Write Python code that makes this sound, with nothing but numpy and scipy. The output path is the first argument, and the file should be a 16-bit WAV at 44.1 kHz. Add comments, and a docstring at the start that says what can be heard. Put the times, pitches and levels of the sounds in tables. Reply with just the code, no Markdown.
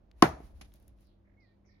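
"""First a soft outdoor hiss with a low rumble and faint hum, then a short rush of air.
An axe stuck in a short log slams down on a stump: the blade cracks the log and the stump thumps just after.
Wood is a set of decaying tones; cracks, scatter off nearby walls, bark and dust are shaped noise.
A far wall returns one echo. Far birds are a gliding whistle and noise-blurred chirps, all heard by a phone."""
import sys
import numpy as np
from scipy import signal
from scipy.fft import rfft, irfft
from scipy.io import wavfile
from scipy.ndimage import uniform_filter1d

SR = 44100
rng = np.random.default_rng(int(sys.argv[2]) if len(sys.argv) > 2 else 0)


def store_wav(level_fs):
    """Save 16-bit WAV to argv[1]."""
    pcm = np.round(np.clip(np.atleast_2d(level_fs), -1, 1) * 32767)
    wavfile.write(sys.argv[1], SR, pcm.T.astype(np.int16))


N = 79380
T = np.arange(N) / SR  # time in s
FREQS = np.fft.rfftfreq(N, 1 / SR)  # Hz
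LR = np.array([[1], [-1]])  # plus on the left, minus on the right


def undb(db):
    """Turn dB into a plain multiplier."""
    return 10 ** (np.asarray(db) / 20)


def read_by_pitch(table, hz, column=1):
    """Read a column of a table between its frequencies, on a log scale."""
    rows = np.array(table, float)
    return np.interp(np.log(hz + 1), np.log(rows[:, 0] + 1), rows[:, column])


def read_by_time(table, column=1):
    """Read a column of a table at every moment, in straight lines between its times."""
    rows = np.array(table, float)
    return np.interp(T, rows[:, 0], rows[:, column])


def unit(x):
    """Scale to an average (rms) strength of 1."""
    return x / np.sqrt(np.mean(x ** 2))


def noise(gain, channels=2):
    """Separate random noises, coloured by a gain for each frequency, rms 1 overall."""
    white = rfft(rng.standard_normal((channels, N)))
    return unit(irfft(white * gain(FREQS), N))


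def colour(table):
    """Make a gain for each frequency from a table; silent up to its first frequency."""
    return lambda f: undb(read_by_pitch(table, f)) * (f > table[0][0])


def walk(rate):
    """A smooth random wander with rms 1, with about `rate` new random values a second."""
    k = int(SR / rate)
    steps = np.repeat(rng.standard_normal(N // k + 1), k)
    smooth = uniform_filter1d(uniform_filter1d(steps, k), k)
    return unit(smooth[:N])


def die_away(t, t60):
    """Exponential fall that drops 60 dB in t60 seconds."""
    return np.exp(-np.log(1000) * t / t60)


def fade(start, t60, rise):
    """A quick rise at `start`, then an exponential fall."""
    since = np.maximum(T - start, 0)
    return (1 - np.exp(-since / rise)) * die_away(since, t60)


def spread(pair, side_db):
    """Build left and right from a shared sound and a sideways difference."""
    return pair[0] + undb(side_db) * pair[1] * LR


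def pan(left_minus_right_db):
    """Gains that make one side louder than the other."""
    return undb(left_minus_right_db * LR / 2)


def struck(jolts, modes, late):
    """Short smooth pushes set wood ringing in several tones, its modes."""
    push = 0
    for start, db, contact_ms in jolts:
        middle = start + late + contact_ms / 1000
        width = contact_ms / 3000  # s; a longer contact gives a duller sound
        bump = np.exp(-.5 * ((T - middle) / width) ** 2)
        push = push + undb(db) * bump / (width * SR * np.sqrt(2 * np.pi))
    ring = sum(undb(db) * np.sin(2 * np.pi * hz * T) * die_away(T, t60) for hz, db, t60 in modes)
    return signal.fftconvolve(push, ring)[:N]


# jolts of the blade in the log, then of the log on the stump: t/s, relative level/dB, contact/ms
BITES = [(.2228, -15, .1), (.2235, -6, .3), (.2245, -9.5, .3), (.2254, -7, .16)]
THUMPS = [(.2256, -2, 0.58), (.2287, -4.5, 0.96), (.2408, -19.5, 0.52), (.249, -24, .4), (.403, -41, .7)]
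# ringing tones of the log and of the stump: f/Hz, relative level/dB, t60/s
LOG = [(1062, -13, .04), (1125, -4.5, .022), (1304, -11, .04), (1530, -14, .045), (1680, -10, .02),
       (2030, -19, .04), (2870, -7.5, .016), (4800, -13, .02), (5400, -14, .012)]
STUMP = [(176, -5.5, 0.052), (236, -4, .025), (322, -5, .035), (395, -5, 0.039), (696, -3, .055)]
# sideways swaying, opposite at the two microphone ports: f/Hz, relative level/dB, t60/s
SWAY_LOG = [(1060, -16.5, .02), (2399, -12, 0.013), (3000, -9, .015)]
SWAY_STUMP = [(470, -14, .025), (580, -7, 0.029), (719.9, -11, .05)]
RIGHT_LATE_S = 0.000044
RADIATES_ABOVE_HZ = 210


def ringing_wood():
    """Log and stump ring and sway after each jolt; wood sends out little of the lowest sound."""
    ears = [struck(BITES, LOG, late) + struck(THUMPS, STUMP, late) for late in (0, RIGHT_LATE_S)]
    sway = struck(BITES, SWAY_LOG, 0) + struck(THUMPS, SWAY_STUMP, 0)
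    cut_lows = signal.butter(2, RADIATES_ABOVE_HZ, "high", fs=SR, output="sos")
    return signal.sosfilt(cut_lows, np.array(ears) + LR * sway)


# tone colour of the cracking fibres: f/Hz, relative level/dB per Hz
CRACK = [(900, -26.5), (1500, -4.5), (2150, -16), (5500, -7.5), (7200, -10.5), (9750, -14.5),
         (13300, -29.5), (14400, -42.5), (16400, -34)]
CRACK_DB, CRACK_T60_S, CRACK_RISE_S = -11.5, 0.0056, 0.000067


def cracking_fibres():
    """Wood fibres snap in a tiny burst of noise at each bite of the blade."""
    bursts = sum(undb(db) * fade(start, CRACK_T60_S, CRACK_RISE_S) for start, db, _ in BITES)
    return undb(CRACK_DB) * spread(noise(colour(CRACK)), 1.5) * bursts


def blow():
    """The whole knock: ringing wood plus cracking fibres."""
    return ringing_wood() + cracking_fibres()


SWISH_END_S, SWISH_GROW_S, SWISH_DB = .24, .05, -70
SWISH_HZ = 700  # the noise is strongest a little below this


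def swish():
    """Air rushes past log and blade as they fall: noise that grows, then stops as the blow sounds."""
    grow = np.exp(np.minimum(T - SWISH_END_S, 0) / SWISH_GROW_S) * (T < SWISH_END_S)
    rush = noise(lambda f: f / SWISH_HZ / (1 + (f / SWISH_HZ) ** 2.5))
    return undb(SWISH_DB) * grow * spread(rush, -4.0)


# tone colour of the sound scattered in the yard: f/Hz, relative level/dB per Hz
YARD = [(35, -35), (60, -9), (110, -14), (146, -8), (234, -11), (330, -8), (450, -12), (560, -12),
        (650, -3.5), (900, -11), (1060, -8.5), (1570, -14), (2280, -18), (2700, -25), (6120, -33),
        (7500, -36), (9340, -37), (12700, -39), (16400, -54)]
# how it dies away: f/Hz, t60 of the quick decay/s, level of the slow decay/dB against the quick one
YARD_T60 = [(59.5, 0.38, -16.5), (150.33, 0.27, -19.5), (399.4, 0.2, -20), (1000, 0.16, -22),
            (3000, 0.13, -20.5), (8100, 0.2, -26), (16000, .11, -24)]
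LATE_LONGER = 3.3  # the slow decay lasts this many times longer
YARD_DB, YARD_RISE_S, YARD_LUMPY_DB, YARD_SIDE_DB = -20, 0.0048, 1, -1


def yard_scatter():
    """Nearby walls scatter the blow: noise in half-octave bands, each lumpy with two decays."""
    start = BITES[0][0]
    edges = 60 * 2 ** (np.arange(18) / 2)  # Hz
    whole = rfft(noise(colour(YARD)))
    out = 0
    for lo, hi in zip(edges[:-1], edges[1:]):
        middle = np.sqrt(lo * hi)
        t60 = read_by_pitch(YARD_T60, middle)
        slow_gain = undb(read_by_pitch(YARD_T60, middle, column=2))
        quick = fade(start, t60, YARD_RISE_S)
        slow = slow_gain * fade(start, t60 * LATE_LONGER, YARD_RISE_S)
        band = irfft(whole * (FREQS >= lo) * (FREQS < hi), N)
        # low bands are nearly the same on both sides
        width = np.array([[1], [min(lo / 450, 1) ** 2]])
        out = out + band * width * (quick + slow) * undb(YARD_LUMPY_DB * walk(90))
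    return undb(YARD_DB) * spread(out, YARD_SIDE_DB)


# tone colour of the far wall's echo: f/Hz, relative level/dB per Hz
ECHO = [(120, -14), (200, -5.5), (341, -5.5), (594, -9.5), (1070, -10), (1260, -15), (2200, -12),
        (5730, -18), (7420, -20.5), (9090, -25), (10500, -14.5), (16400, -56)]
ECHO_S, ECHO_DB, ECHO_T60_S = .6112, -58, .16
ECHO_SNAP_DB, ECHO_SNAP_T60_S = 3, 0.036  # level against the longer part
ECHO_KNOCK_DB = -51


def far_echo(knock):
    """A far wall returns uneven noise with a sharp start, plus a faint late copy of the knock."""
    tail = fade(ECHO_S, ECHO_T60_S, 0.0023)
    snap = undb(ECHO_SNAP_DB) * fade(ECHO_S, ECHO_SNAP_T60_S, 0.00071)
    blurred = spread(noise(colour(ECHO)), 0.54) * (tail + snap) * undb(2.5 * walk(150))
    late = int((ECHO_S - BITES[0][0]) * SR)
    copy = np.pad(knock, ((0, 0), (late, 0)))[:, :N]
    return undb(ECHO_DB) * blurred + undb(ECHO_KNOCK_DB) * copy


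# bark chips landing: t/s, relative level/dB, f/Hz, left minus right/dB
CHIPS = [(0.1137, -55, 4000, 7), (0.288, -48, 11100, -1), (0.72, -65, 2794, 1), (0.739, -53.5, 11100, 6),
         (0.7584, -62, 10490, 5), (0.8, -65, 11470, 3), (0.826, -66, 11900, 0), (0.88, -56, 10000, 8),
         (0.9865, -68, 2800, 0), (1.0088, -67, 11050, 1), (1.0702, -69, 11000, -2)]
CHIP_T60_S, CHIP_RISE_S = 0.0096, 0.00017


def bark_chips():
    """Each chip lands with a tick: a very short noise centred on its own pitch."""
    out = 0
    for start, db, hz, pan_db in CHIPS:
        tick = noise(lambda f: 1 / (1 + ((f - hz) / (0.47 * hz)) ** 2) * (f > 1000), channels=1)[0]
        out = out + undb(db) * pan(pan_db) * tick * fade(start, CHIP_T60_S, CHIP_RISE_S)
    return out


# patter of dust swelling and sinking: t/s, relative level/dB
DUST = [(0, -104), (.11, -112), (.2, -79), (.3, -78), (.37, -89), (.444, -71), (.54, -85.5), (.578, -77.5),
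        (.66, -81), (.724, -79), (.76, -78.5), (.86, -87), (.89, -80.5), (.944, -97), (1.016, -79.5),
        (1.2, -110)]
# tone colour of the dust: f/Hz, relative level/dB per Hz
DUST_COLOUR = [(880, -31), (1500, -0.5), (3410, -3), (3920, -2.5), (7150, -6.5), (10300, -2), (14400, -15),
               (16400, -13.5)]
DUST_GRAIN_DB = 3


def dust():
    """Fine grains patter down as a hiss whose samples vary randomly in strength."""
    grain_db = DUST_GRAIN_DB * np.minimum(rng.exponential(size=N), 6)
    grains = rng.standard_normal((2, N)) * undb(grain_db + 2 * walk(55))
    hiss = unit(irfft(rfft(grains) * colour(DUST_COLOUR)(FREQS), N))
    ending = np.clip((DUST[-1][0] - T) / 0.068, 0, 1)
    return spread(hiss, -0.55) * undb(read_by_time(DUST)) * ending


# one whistled note: t/s, f/Hz, relative level/dB
WHISTLE = [(1.368, 2090, -89), (1.381, 2198, -73), (1.418, 2150, -74.5), (1.438, 2020, -69),
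           (1.471, 1840, -83), (1.5, 1840, -80), (1.535, 1838, -85)]
WHISTLE_PAN_DB, WHISTLE_FLUTTER_DB = -6.5, 1.5  # pan is left minus right


def whistle():
    """One clear bird note: a pure tone that rises briefly, then falls, with a fluttering level."""
    first, last = WHISTLE[0][0], WHISTLE[-1][0]
    on = np.clip(np.minimum(T - first, last - T) / 0.005, 0, 1)
    hz = read_by_time(WHISTLE)
    tone = np.sqrt(2) * np.sin(2 * np.pi * np.cumsum(hz) / SR)
    level = undb(read_by_time(WHISTLE, column=2) + WHISTLE_FLUTTER_DB * walk(90))
    return tone * on * level * pan(WHISTLE_PAN_DB)


# chirps of far birds: t/s, length/s, start f/Hz, end f/Hz, width/Hz, relative level/dB, trill depth/0-1
CHIRPS = [(1.04, 0.077, 5200, 3560, 2200, -78.5, 0.1), (1.244, .085, 1951, 1931, 900, -78, .6),
          (1.395, .1, 5000, 4000, 1900, -79, 0.1), (1.423, .1, 2090, 1950, 400, -86, 0),
          (1.636, .2, 2170, 2200, 600, -78.5, .2), (1.645, .1, 575, 570, 30, -80, 0),
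          (1.648, .07, 6048, 5020, 1600, -76, .1), (1.4, 0.11, 2500, 2320, 111.1, -83, 0.2),
          (1.68, .14, 1840, 1820, 80, -77, .1), (1.691, 0.067, 4580, 3800, 1500, -81.5, .3)]
CHIRP_RISE_S, CHIRP_T60_S, CHIRP_TRILL_HZ = 0.016, 0.29, 45
FAR_PAN_DB = -3.5  # left minus right, for the chirps and the outdoor hiss


def far_chirps():
    """Chirps blurred by distance: noise rides on a gliding tone, most of them trilled."""
    out = 0
    for start, length, hz0, hz1, width_hz, db, depth in CHIRPS:
        glide = np.clip((T - start) / length, 0, 1)
        carrier = np.sin(2 * np.pi * np.cumsum(hz0 + (hz1 - hz0) * glide) / SR)
        blur = noise(lambda f: np.exp(-(2 * f / width_hz) ** 2))
        rise = np.clip((T - start) / CHIRP_RISE_S, 0, 1)
        fall = die_away(np.maximum(T - start - length, 0), CHIRP_T60_S)
        trill = 1 - depth * np.cos(2 * np.pi * CHIRP_TRILL_HZ * (T - start))
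        out = out + undb(db) * blur * carrier * rise * fall * trill
    return out * pan(FAR_PAN_DB)


# tone colour of the outdoor hiss: f/Hz, relative level/dB per Hz
AIR = [(90, -5), (150, -7.5), (330, -11), (450, -17.5), (580, -13.5), (800, -21.5), (1300, -29),
       (2100, -36.5), (3600, -42), (16400, -61)]
# how alike left and right are: f/Hz, likeness/0-1
AIR_LIKE = [(60, 1), (300, 0.5), (700, .05), (16000, 0.3)]
AIR_DB = -70


def outdoor_hiss():
    """Steady noise with a slow wander in level, most alike on both sides in the lows."""
    likeness = read_by_pitch(AIR_LIKE, FREQS)
    shared_and_side = np.array([np.sqrt(1 + likeness), np.sqrt(1 - likeness)])
    white = rfft(rng.standard_normal((2, N)))
    pair = irfft(white * colour(AIR)(FREQS) * shared_and_side, N)
    return unit(spread(pair, 0)) * undb(AIR_DB + 1.5 * walk(3.9)) * pan(FAR_PAN_DB)


# swelling of the low rumble: t/s, relative level/dB
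RUMBLE = [(.01, -65), (.29, -53.5), (.335, -46.5), (.39, -65), (.448, -47.5), (.5, -56.5), (.56, -50),
          (.8, -64), (.89, -56), (1.015, -64), (1.06, -61.5), (1.15, -67.5), (1.38, -67), (1.46, -75),
          (1.73, -64.5), (1.8, -72)]
RUMBLE_HZ, RUMBLE_WIDTH_HZ = 54, 22
RUMBLE_EVEN = .6  # how strongly chance swelling is smoothed out, 0-1


def low_rumble():
    """A narrow band of deep noise, evened out, then made to swell and sink."""
    deep = noise(lambda f: np.exp(-((f - RUMBLE_HZ) / RUMBLE_WIDTH_HZ) ** 2) * (f > 18))
    swelling = np.abs(signal.hilbert(deep)) + .5
    even = [unit(channel) for channel in deep / swelling ** RUMBLE_EVEN]
    return spread(even, -14) * undb(read_by_time(RUMBLE))


# tones of the faint hum: f/Hz, relative level/dB
HUM = [(98, -71), (199, -70), (286, -80), (338, -81)]
# slow swell of the whole hum: t/s, level/dB
HUM_SWELL = [(0, -10), (.6, -3), (1.0, -3), (1.8, -1)]
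HUM_WAVER_DB = 2


def faint_hum():
    """A few steady pitches, each wavering in level on its own."""
    out = 0
    for hz, db in HUM:
        level = undb(db + HUM_WAVER_DB * walk(2.1))
        out = out + np.sqrt(2) * level * np.sin(2 * np.pi * hz * T)
    return out * undb(read_by_time(HUM_SWELL))


def scene():
    """Add up everything that reaches the phone."""
    knock = blow()
    action = knock + swish() + yard_scatter() + far_echo(knock) + bark_chips() + dust()
    background = whistle() + far_chirps() + outdoor_hiss() + low_rumble() + faint_hum()
    return action + background


TREBLE_DIP_HZ, TREBLE_DIP_WIDTH_HZ = 8030, 2200
TOP_HZ = 16400


def record(dry):
    """The treble is weak around 8 kHz; the loudest peaks are rounded and the top is cut."""
    b, a = signal.iirpeak(TREBLE_DIP_HZ, TREBLE_DIP_HZ / TREBLE_DIP_WIDTH_HZ, fs=SR)
    dipped = dry - signal.lfilter(b, a, dry)
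    rounded = np.tanh(1.124 * dipped) / 1.077
    cut_top = signal.ellip(10, .2, 80, TOP_HZ, fs=SR, output="sos")
    return signal.sosfilt(cut_top, rounded)


dry = scene()
out = record(dry)
store_wav(out)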